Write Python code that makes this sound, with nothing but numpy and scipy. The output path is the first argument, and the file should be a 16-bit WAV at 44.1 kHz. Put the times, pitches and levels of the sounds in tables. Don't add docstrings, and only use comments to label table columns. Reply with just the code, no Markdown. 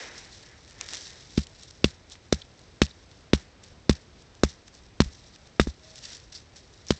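import sys
import numpy as np
from scipy import signal
from scipy.io import wavfile

SR = 44100
rng = np.random.default_rng(int(sys.argv[2]) if len(sys.argv) > 2 else 0)


def boost(x):
    u = np.asarray(x, float) / 20
    return 10 ** u


def to_wav(s):
    ch = np.atleast_2d(s).T
    pcm = np.round(np.clip(ch, -1, 1) * 32767)
    wavfile.write(sys.argv[1], SR, pcm.astype(np.int16))


N = 308259

# f/Hz, level/dB per Hz
AIR_SPECTRUM = [(12, -37), (20, -6), (49, 0.5), (79, 2.5), (214, -8.5), (405, -9.5), (1070, -18.5),
                (1970, -19), (2880, -22.5), (3910, -22), (5590, -26), (7590, -32.5), (8840, -45),
                (11500, -75), (19400, -120)]
AIR_LEVEL_DB = -54
# t/s, f/Hz, level/dB
DOVE_NOTE = [
    (5.8, 637.5, -75),
    (5.816, 613.6, -61),
    (5.862, 640.6, -61),
    (5.916, 641.6, -59),
    (6.004, 608.3, -60),
    (6.02, 628.0, -85),
]

# f/Hz, level/dB per Hz
GRASS_SPECTRUM = [(1180, -44.5), (2000, -4), (2180, -14.5), (3370, -2.5), (3770, -4.5), (4900, 1.5),
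                  (5480, 2), (6400, -7), (7570, -10.5), (8360, -19), (8840, -29), (11500, -59),
                  (19400, -120)]
# f/Hz, level/dB per Hz
CLOTH_SPECTRUM = [(150, -43), (250, 1.5), (297, -4.5), (551, 0.5), (646, -6), (719, -4), (1040, -4),
                  (1170, -7), (1760, 0.5), (3200, -11), (4160, -23.5), (7040, -120)]
# f/Hz, width/Hz, level/dB
RUSTLE_RESONANCES = [
    (1975, 580, -6.5),
    (3750, 540, -0.5),
    (5510, 460, -3),
    (7260, 270, 3),
]
# t/s, grass level/dB, cloth level against grass/dB
LEANING = [(0, -43.5, 4), (.13, -52, 3.5), (.19, -47, -1.5), (.3, -55, -1), (.33, -49, -10),
           (.42, -57.5, -3), (.44, -53.5, -5), (.54, -61.5, 6.5), (.62, -60.5, -7), (.78, -57, 0.5),
           (.82, -49.5, 4), (.88, -47.5, -6.5), (.94, -39, -4), (.99, -44, -10), (1.1, -48.5, -8),
           (1.13, -53, -1.5), (1.35, -53.5, -11), (1.42, -42.5, -21)]
# t of the peak/s, grass level/dB, rise/s per 20 dB, fall/s per 20 dB
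ARM_SWISHES = [(1.632, -51, 0.18, 0.18), (1.71, -42, .01, -0.15), (1.75, -61.5, .05, 0.5),
               (2.126, -47, 0.043, .04), (2.246, -64, .08, 1.5), (2.424, -47.5, 0.059, 0),
               (2.596, -63.5, 0.056, 1.5), (3.114, -58, 0.016, .12), (3.2, -65, .1, 0.1),
               (3.636, -51, 0.011, 0.12), (4.226, -56.5, .15, -0.1), (4.36, -64.5, 0.19, 0.8),
               (4.684, -50, 0.03, 0), (4.748, -55, 0.042, 0.1), (4.868, -59, 0.09, -0.1),
               (5.15, -54.5, 0.04, 0.48), (5.364, -50, 0.057, -0.25), (5.474, -50, 0.019, -0.48),
               (5.7, -58, 0.027, -4), (5.85, -55.5, 0.052, 0.2), (5.99, -50, 0.26, -0.02),
               (6.045, -43.5, .05, 0.22), (6.13, -42.5, .2, 0.11), (6.324, -46, 0.0058, 0.08),
               (6.355, -45.5, 0.018, 0.1), (6.565, -47, 0.016, .07), (6.75, -62, .5, 3),
               (6.868, -49, 0.0059, 0.2), (6.889, -44.5, 0.011, 0.1)]
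SWISH_CLOTH_DB, STILL_DB = -11.5, -69.5
SHAKE_DB, SLEEVE_DB = -39.5, -4.5
SHAKE_LAG_S, GRASS_FALL_S, SLEEVE_FALL_S = 0.016, 0.12, 0.13
BRUSH_LUMPS_DB, DEBRIS_LUMPS_DB = 1.5, 4.0

# t/s, peak level/dB, f/Hz
SNAP_EVENTS = [(0.1796, -32, 4690), (0.4329, -40, 3790), (0.6483, -38.5, 4200), (0.6781, -39.5, 3830),
               (0.6984, -38, 7150), (0.7095, -36, 5250), (0.7204, -44, 5260), (0.8044, -38, 3630),
               (0.8111, -17, 4620), (0.8628, -29, 4960), (0.882, -33, 5730), (0.8879, -23, 3900),
               (0.909, -34, 5510), (0.9344, -19, 5500), (0.9534, -33, 5670), (0.9701, -22, 5200),
               (1.0096, -31.5, 4420), (1.0694, -34, 5090), (1.1048, -30, 5000), (1.1293, -43, 3670),
               (1.2246, -38, 3750),
               (1.4691, -30.5, 4400), (1.6342, -30.5, 5230), (1.709, -35, 5570), (2.0986, -36, 5540),
                  (2.1206, -31, 5110), (2.1545, -36.5, 2700), (2.5925, -38, 5340), (2.8657, -30, 4200),
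                  (3.1143, -38.5, 3580), (3.3764, -39, 5490), (3.4161, -49, 4170), (3.6386, -34.5, 5560),
                  (3.678, -46, 3660), (3.9264, -33, 4550), (4.2228, -42.5, 5030), (4.3515, -39, 5350),
                  (4.4887, -49, 5500), (4.6818, -37, 3300), (4.7416, -40.5, 5140), (5.3602, -37.5, 4340),
                  (5.4725, -44, 4920), (5.6311, -40, 5580), (5.693, -41, 4100), (5.9574, -28, 5000),
                  (6.0412, -34, 4330), (6.1325, -29, 4850), (6.1684, -33, 5240), (6.324, -44, 5200),
                  (6.5605, -39.5, 5810), (6.8678, -32.5, 5390)]
SNAP_LOW_DB = -11
# t/s, rms level/dB, f/Hz, length/s
STAKE_SCRAPES = [
    (0.176, -46, 5360, .015),
    (2.417, -40.5, 3600, .007),
    (2.907, -46, 4000, 0.0086),
    (6.345, -42, 4900, 0.032),
    (6.883, -40, 5500, .01),
]
SCRAPE_WIDTH = 0.13

# t/s, knock level/dB, ground level/dB, sway level/dB, knock f/Hz
STAKE_BLOWS = [(1.3786, -9.5, -27, -20, 242), (1.8442, -6.5, -28, -19, 295), (2.327, -8, -29.5, -23, 364),
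               (2.8186, -6, -25, -17.5, 271), (3.3348, -4.5, -24.5, -19, 288),
               (3.8962, -5.5, -22.5, -14.5, 256), (4.436, -6, -24.5, -20, 330),
               (5.0043, -6.5, -25, -15, 214), (5.0625, -55, -37.5, -46, 180), (5.5982, -6.5, -24, -15, 323),
               (5.6728, -20, -30.5, -35.5, 232), (6.9072, -9.5, -32.5, -20.5, 310)]
# t/s, dull level/dB, dull f/Hz, bright level/dB, bright f/Hz
STONE_CRACKS = [(1.3742, -38.5, 1790, -31, 4320), (1.842, -23.5, 1870, -19, 3720),
                (2.3239, -26, 1520, -20, 4810), (2.817, -21, 1760, -17.5, 3620),
                (3.3326, -20.5, 1650, -21.5, 3790), (3.894, -25, 1610, -21.5, 4600),
                (4.434, -20.5, 1360, -21, 4840), (5.003, -22, 1410, -19, 4080),
                (5.07, -62, 1390, -59, 4880), (5.597, -14.5, 1480, -23.5, 3330),
                (5.671, -43, 1080, -56, 4710), (6.9051, -25, 1550, -22, 4150)]
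# f/Hz, width/Hz, level/dB
CRACK_RINGS = [
    (1150, 170, -4.5),
    (2550, 760, -0.5),
    (3550, 260, -1.5),
    (5480, 700, -3),
]
CRACK_TOP_HZ, STRIKE_SPREAD_DB = 6600, -3
CRUSH_S, CHATTER_S = 0.003, 0.016
SLAP_LEAD_S, SLAP_CYCLES = 0.00105, 2.5
GRIT_DB = -20
SETTLE_S, SETTLE_WIDTH_S, SETTLE_DB = 0.016, 0.0025, -7

# f/Hz, level/dB, time to fall 60 dB/s
GROUND_TONES = [
    (71.1, 31.0, .058),
    (73.7, 29.0, .070),
]
SWAY, RECOIL = (144, 0.093), (196.5, 0.063)
PUSH_LEAD_S, RECOIL_LAG_S = 0.0032, 0.00504
KNOCK_CYCLES, KNOCK_LEAD_CYCLES = 2.23, 0.17
SOFTNESS = 0.39
OVERLOAD = 0.62


def rms_one(x):
    return x / np.sqrt(np.mean(x ** 2) + 1e-20)


def in_time(rows):
    s, *columns = np.transpose(rows)
    return [np.interp(np.arange(N) / SR, s, column) for column in columns]


def low_pass(x, hz, order=2):
    return signal.sosfilt(signal.butter(order, hz, fs=SR, output="sos"), x)


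def band(x, low_hz, high_hz):
    sos = signal.butter(2, [low_hz, min(high_hz, SR / 2.2)], "band", fs=SR, output="sos")
    return signal.sosfilt(sos, x)


def resonance(x, hz, width_hz, db):
    return boost(db) * signal.lfilter(*signal.iirpeak(hz, hz / width_hz, fs=SR), x)


def clicks(times, db):
    out = np.full(N, 1e-18)
    out[np.round(np.asarray(times) * SR).astype(int)] = boost(db)
    return out


def ring(x, hz, t60):
    r = boost(-60 / (t60 * SR))
    w = 2 * np.pi * hz / SR
    return signal.lfilter([0, np.sin(w)], [1, -2 * r * np.cos(w), r * r], x)


def drift(rate):
    r = np.exp(-80 * np.pi * rate / SR)
    slow = signal.lfilter([1], [1, -2 * r, r * r], rng.standard_normal(N // 40 + 2002))[2000:]
    return np.interp(np.arange(N) / 40, np.arange(len(slow)), rms_one(slow))


def grains(per_s, spread_db, hiss):
    sizes = boost(spread_db * np.minimum(rng.exponential(1, N), 4)) * rng.choice([-1, 1], N)
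    hits = rms_one(sizes * (rng.random(N) < per_s / SR))
    return rms_one(hits + hiss * rng.standard_normal(N))


def coloured(sources, spectrum, patchy_db, rate):
    hz, db = np.transpose(spectrum)
    edges = 20 * 2 ** np.arange(0, 9, 1 / 3)
    out = 0
    together = drift(rate)
    for k, (low, high) in enumerate(zip(edges, edges[1:])):
        if hz[0] < high and low < hz[-1]:
            level_db = np.interp(np.log(low * high) / 2, np.log(hz), db)
            flicker_db = patchy_db * (together + 0.81 * drift(rate))
            out = out + boost(level_db + flicker_db) * band(sources[k % 2], low, high)
    return rms_one(out)


def swells(rows):
    t = np.arange(0, N + 32, 32) / SR
    power = 0
    for s, db, rise, fall in rows:
        away = np.where(t < s, (s - t) / max(rise, 0.002), (t - s) / max(fall, 0.002))
        power = power + boost(2 * (db - 20 * away))
    return np.interp(np.arange(N) / SR, t, power)


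def open_air():
    noise = rng.standard_normal((2, N))
    return boost(AIR_LEVEL_DB) * coloured(noise, AIR_SPECTRUM, patchy_db=0.45, rate=6)


def dove():
    hz, db = in_time(DOVE_NOTE)
    t = np.arange(N) / SR
    sounding = (t > DOVE_NOTE[0][0]) * (t < DOVE_NOTE[-1][0])
    return boost(db + 1 + 0.6 * drift(30)) * sounding * np.sin(2 * np.pi * np.cumsum(hz) / SR)


def rustle():
    lean_db, share_db = in_time(LEANING)
    leaning = boost(2 * lean_db) * (np.arange(N) < LEANING[-1][0] * SR)
    brushing = swells(ARM_SWISHES) + boost(2 * STILL_DB)
    shakes = [(s + SHAKE_LAG_S, db + SHAKE_DB) for s, db, *_ in STAKE_BLOWS]
    shaken = swells([(s, db, 0.01, GRASS_FALL_S) for s, db in shakes])
    sleeve = swells([(s, db + SLEEVE_DB, 0.01, SLEEVE_FALL_S) for s, db in shakes])

    brush_lumps = boost(2 * BRUSH_LUMPS_DB * drift(45))
    debris_lumps = boost(2 * DEBRIS_LUMPS_DB * drift(35))
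    grass_gain = np.sqrt((leaning + brushing) * brush_lumps + shaken * debris_lumps)
    cloth_gain = np.sqrt(leaning * boost(2 * share_db) + brushing * boost(2 * SWISH_CLOTH_DB) + sleeve)

    clumps = boost(1.5 * drift(70))
    blades = [grains(per_s=1500.0, spread_db=4.5, hiss=0.8) * clumps for _ in range(2)]
    grass = coloured(blades, GRASS_SPECTRUM, patchy_db=-0.56, rate=12)
    cloth = coloured(rng.standard_normal((2, N)), CLOTH_SPECTRUM, patchy_db=0.6, rate=25)
    out = boost(-3.5) * grass_gain * grass + boost(-3.0) * cloth_gain * cloth
    for hz, width_hz, db in RUSTLE_RESONANCES:
        out = out + resonance(out, hz, width_hz, db)
    return out


def snaps():
    t = np.arange(400) / SR
    events = SNAP_EVENTS
    out = np.zeros(N + len(t))
    for s, db, hz in events:
        burst = (rng.standard_normal(len(t)) + 4.47 * (t == 0)) * boost(-60 * t / 0.0073)
        snap = band(burst, hz * 0.5, hz * 1.42) + boost(SNAP_LOW_DB) * band(burst, 930, 2200)
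        out[round(s * SR):][:len(t)] += boost(db + 1) * snap / np.abs(snap).max()
    return out[:N]


def scrapes():
    t = np.arange(3000) / SR
    out = np.zeros(N)
    rub = grains(per_s=4000.0, spread_db=6.5, hiss=0.7)
    for s, db, hz, length in STAKE_SCRAPES:
        at = slice(round(s * SR), round(s * SR) + len(t))
        shape = np.minimum(t / 0.0015, 1) * np.exp(-(t / length) ** 3)
        narrow = band(rub[at], hz / (1 + SCRAPE_WIDTH), hz * (1 + SCRAPE_WIDTH))
        out[at] += boost(db) * shape * rms_one(narrow)
    return out


def with_rings(x, strengths_db):
    out = low_pass(x, CRACK_TOP_HZ)
    for (hz, width_hz, db), more_db in zip(CRACK_RINGS, strengths_db):
        out = out + resonance(x, hz, width_hz, db + more_db)
    return out


def cracks():
    t = np.arange(1600) / SR
    first_spray = np.minimum(t / 0.0032, 1) * np.exp(-(t / CHATTER_S) ** 3)
    second_spray = boost(SETTLE_DB) * np.exp(-((t - SETTLE_S) / SETTLE_WIDTH_S) ** 2)
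    shaking = first_spray + second_spray
    crush = grains(per_s=8000.0, spread_db=1.5, hiss=1.0)
    grit = grains(per_s=2500.0, spread_db=3.5, hiss=0.5) * boost(2.5 * drift(120))
    out = np.zeros(N)
    strikes_db = STRIKE_SPREAD_DB * rng.standard_normal((len(STAKE_BLOWS), len(CRACK_RINGS)))
    for blow, crack, strike_db in zip(STAKE_BLOWS, STONE_CRACKS, strikes_db):
        blow_s, _, _, sway_db, _ = blow
        s, dull_db, dull_hz, bright_db, bright_hz = crack
        at = slice(round(s * SR), round(s * SR) + len(t))
        full = max(blow_s - SLAP_LEAD_S - s, 0.0003)
        crushing = crush[at] * np.where(t < full, boost(-5.5), np.exp(-(t - full) / CRUSH_S))
        dull = rms_one(band(crushing, dull_hz * 0.58, dull_hz * 2.07))
        bright = rms_one(band(crushing, bright_hz * 0.68, bright_hz * 1.283))
        chatter = rms_one(band(grit[at] * shaking, 850, 6200))
        out[at] += with_rings(boost(dull_db - 16.0) * dull + boost(bright_db - 10.0) * bright, strike_db)
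        out[at] += boost(sway_db + GRIT_DB) * chatter

        dull_fall_db, bright_fall_db = 60 * t * dull_hz / SLAP_CYCLES, 30 * t * bright_hz / SLAP_CYCLES
        slap = np.sin(2 * np.pi * dull_hz * t) * boost(dull_db + 22.0 - dull_fall_db)
        slap += np.sin(2 * np.pi * bright_hz * t) * boost(bright_db - 6.0 - bright_fall_db)
        out[round((blow_s - SLAP_LEAD_S) * SR):][:len(t)] -= slap
    return out


def thumps():
    s, _, ground_db, sway_db, _ = np.transpose(STAKE_BLOWS)
    (hz1, db1, fall1), (hz2, db2, fall2) = GROUND_TONES
    push = clicks(s - PUSH_LEAD_S, ground_db)
    out = boost(db2) * ring(push, hz2, fall2) - boost(db1) * ring(push, hz1, fall1)
    out += ring(clicks(s - PUSH_LEAD_S, sway_db), *SWAY)
    out -= ring(clicks(s + RECOIL_LAG_S, sway_db), *RECOIL)
    out = low_pass(out, 700)
    t = np.arange(800) / SR
    for (at, db, _, _, hz), crack in zip(STAKE_BLOWS, STONE_CRACKS):
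        knock = np.sin(2 * np.pi * hz * t) * boost(db + 10.5 - 60 * t * hz / KNOCK_CYCLES)
        top_hz = 2.7 * hz * boost(SOFTNESS * np.clip(crack[1] - db + 18, -12, 5))
        start = at - KNOCK_LEAD_CYCLES / hz - 0.4 / top_hz
        out[round(start * SR):][:len(t)] += low_pass(knock, top_hz, order=4)
    return out


def scene():
    background = open_air() + dove()
    handling = rustle() + snaps() + scrapes()
    blows = cracks() + thumps()
    return (background + handling + blows)[None]


def roll_off(x):
    return signal.sosfilt(signal.butter(12, 8990, fs=SR, output="sos"), x)


def record(dry):
    x = signal.sosfilt(signal.butter(2, 35, "high", fs=SR, output="sos"), dry)
    treble_cut = signal.cheby2(12, 45, 9120, fs=SR, output="sos")
    x = signal.sosfilt(treble_cut, x)
    x = x / (1 + (np.abs(x) / OVERLOAD) ** 8) ** (1 / 8)
    mix = signal.sosfilt(treble_cut, x)
    return roll_off(mix)


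dry = scene()
out = record(dry)
to_wav(out)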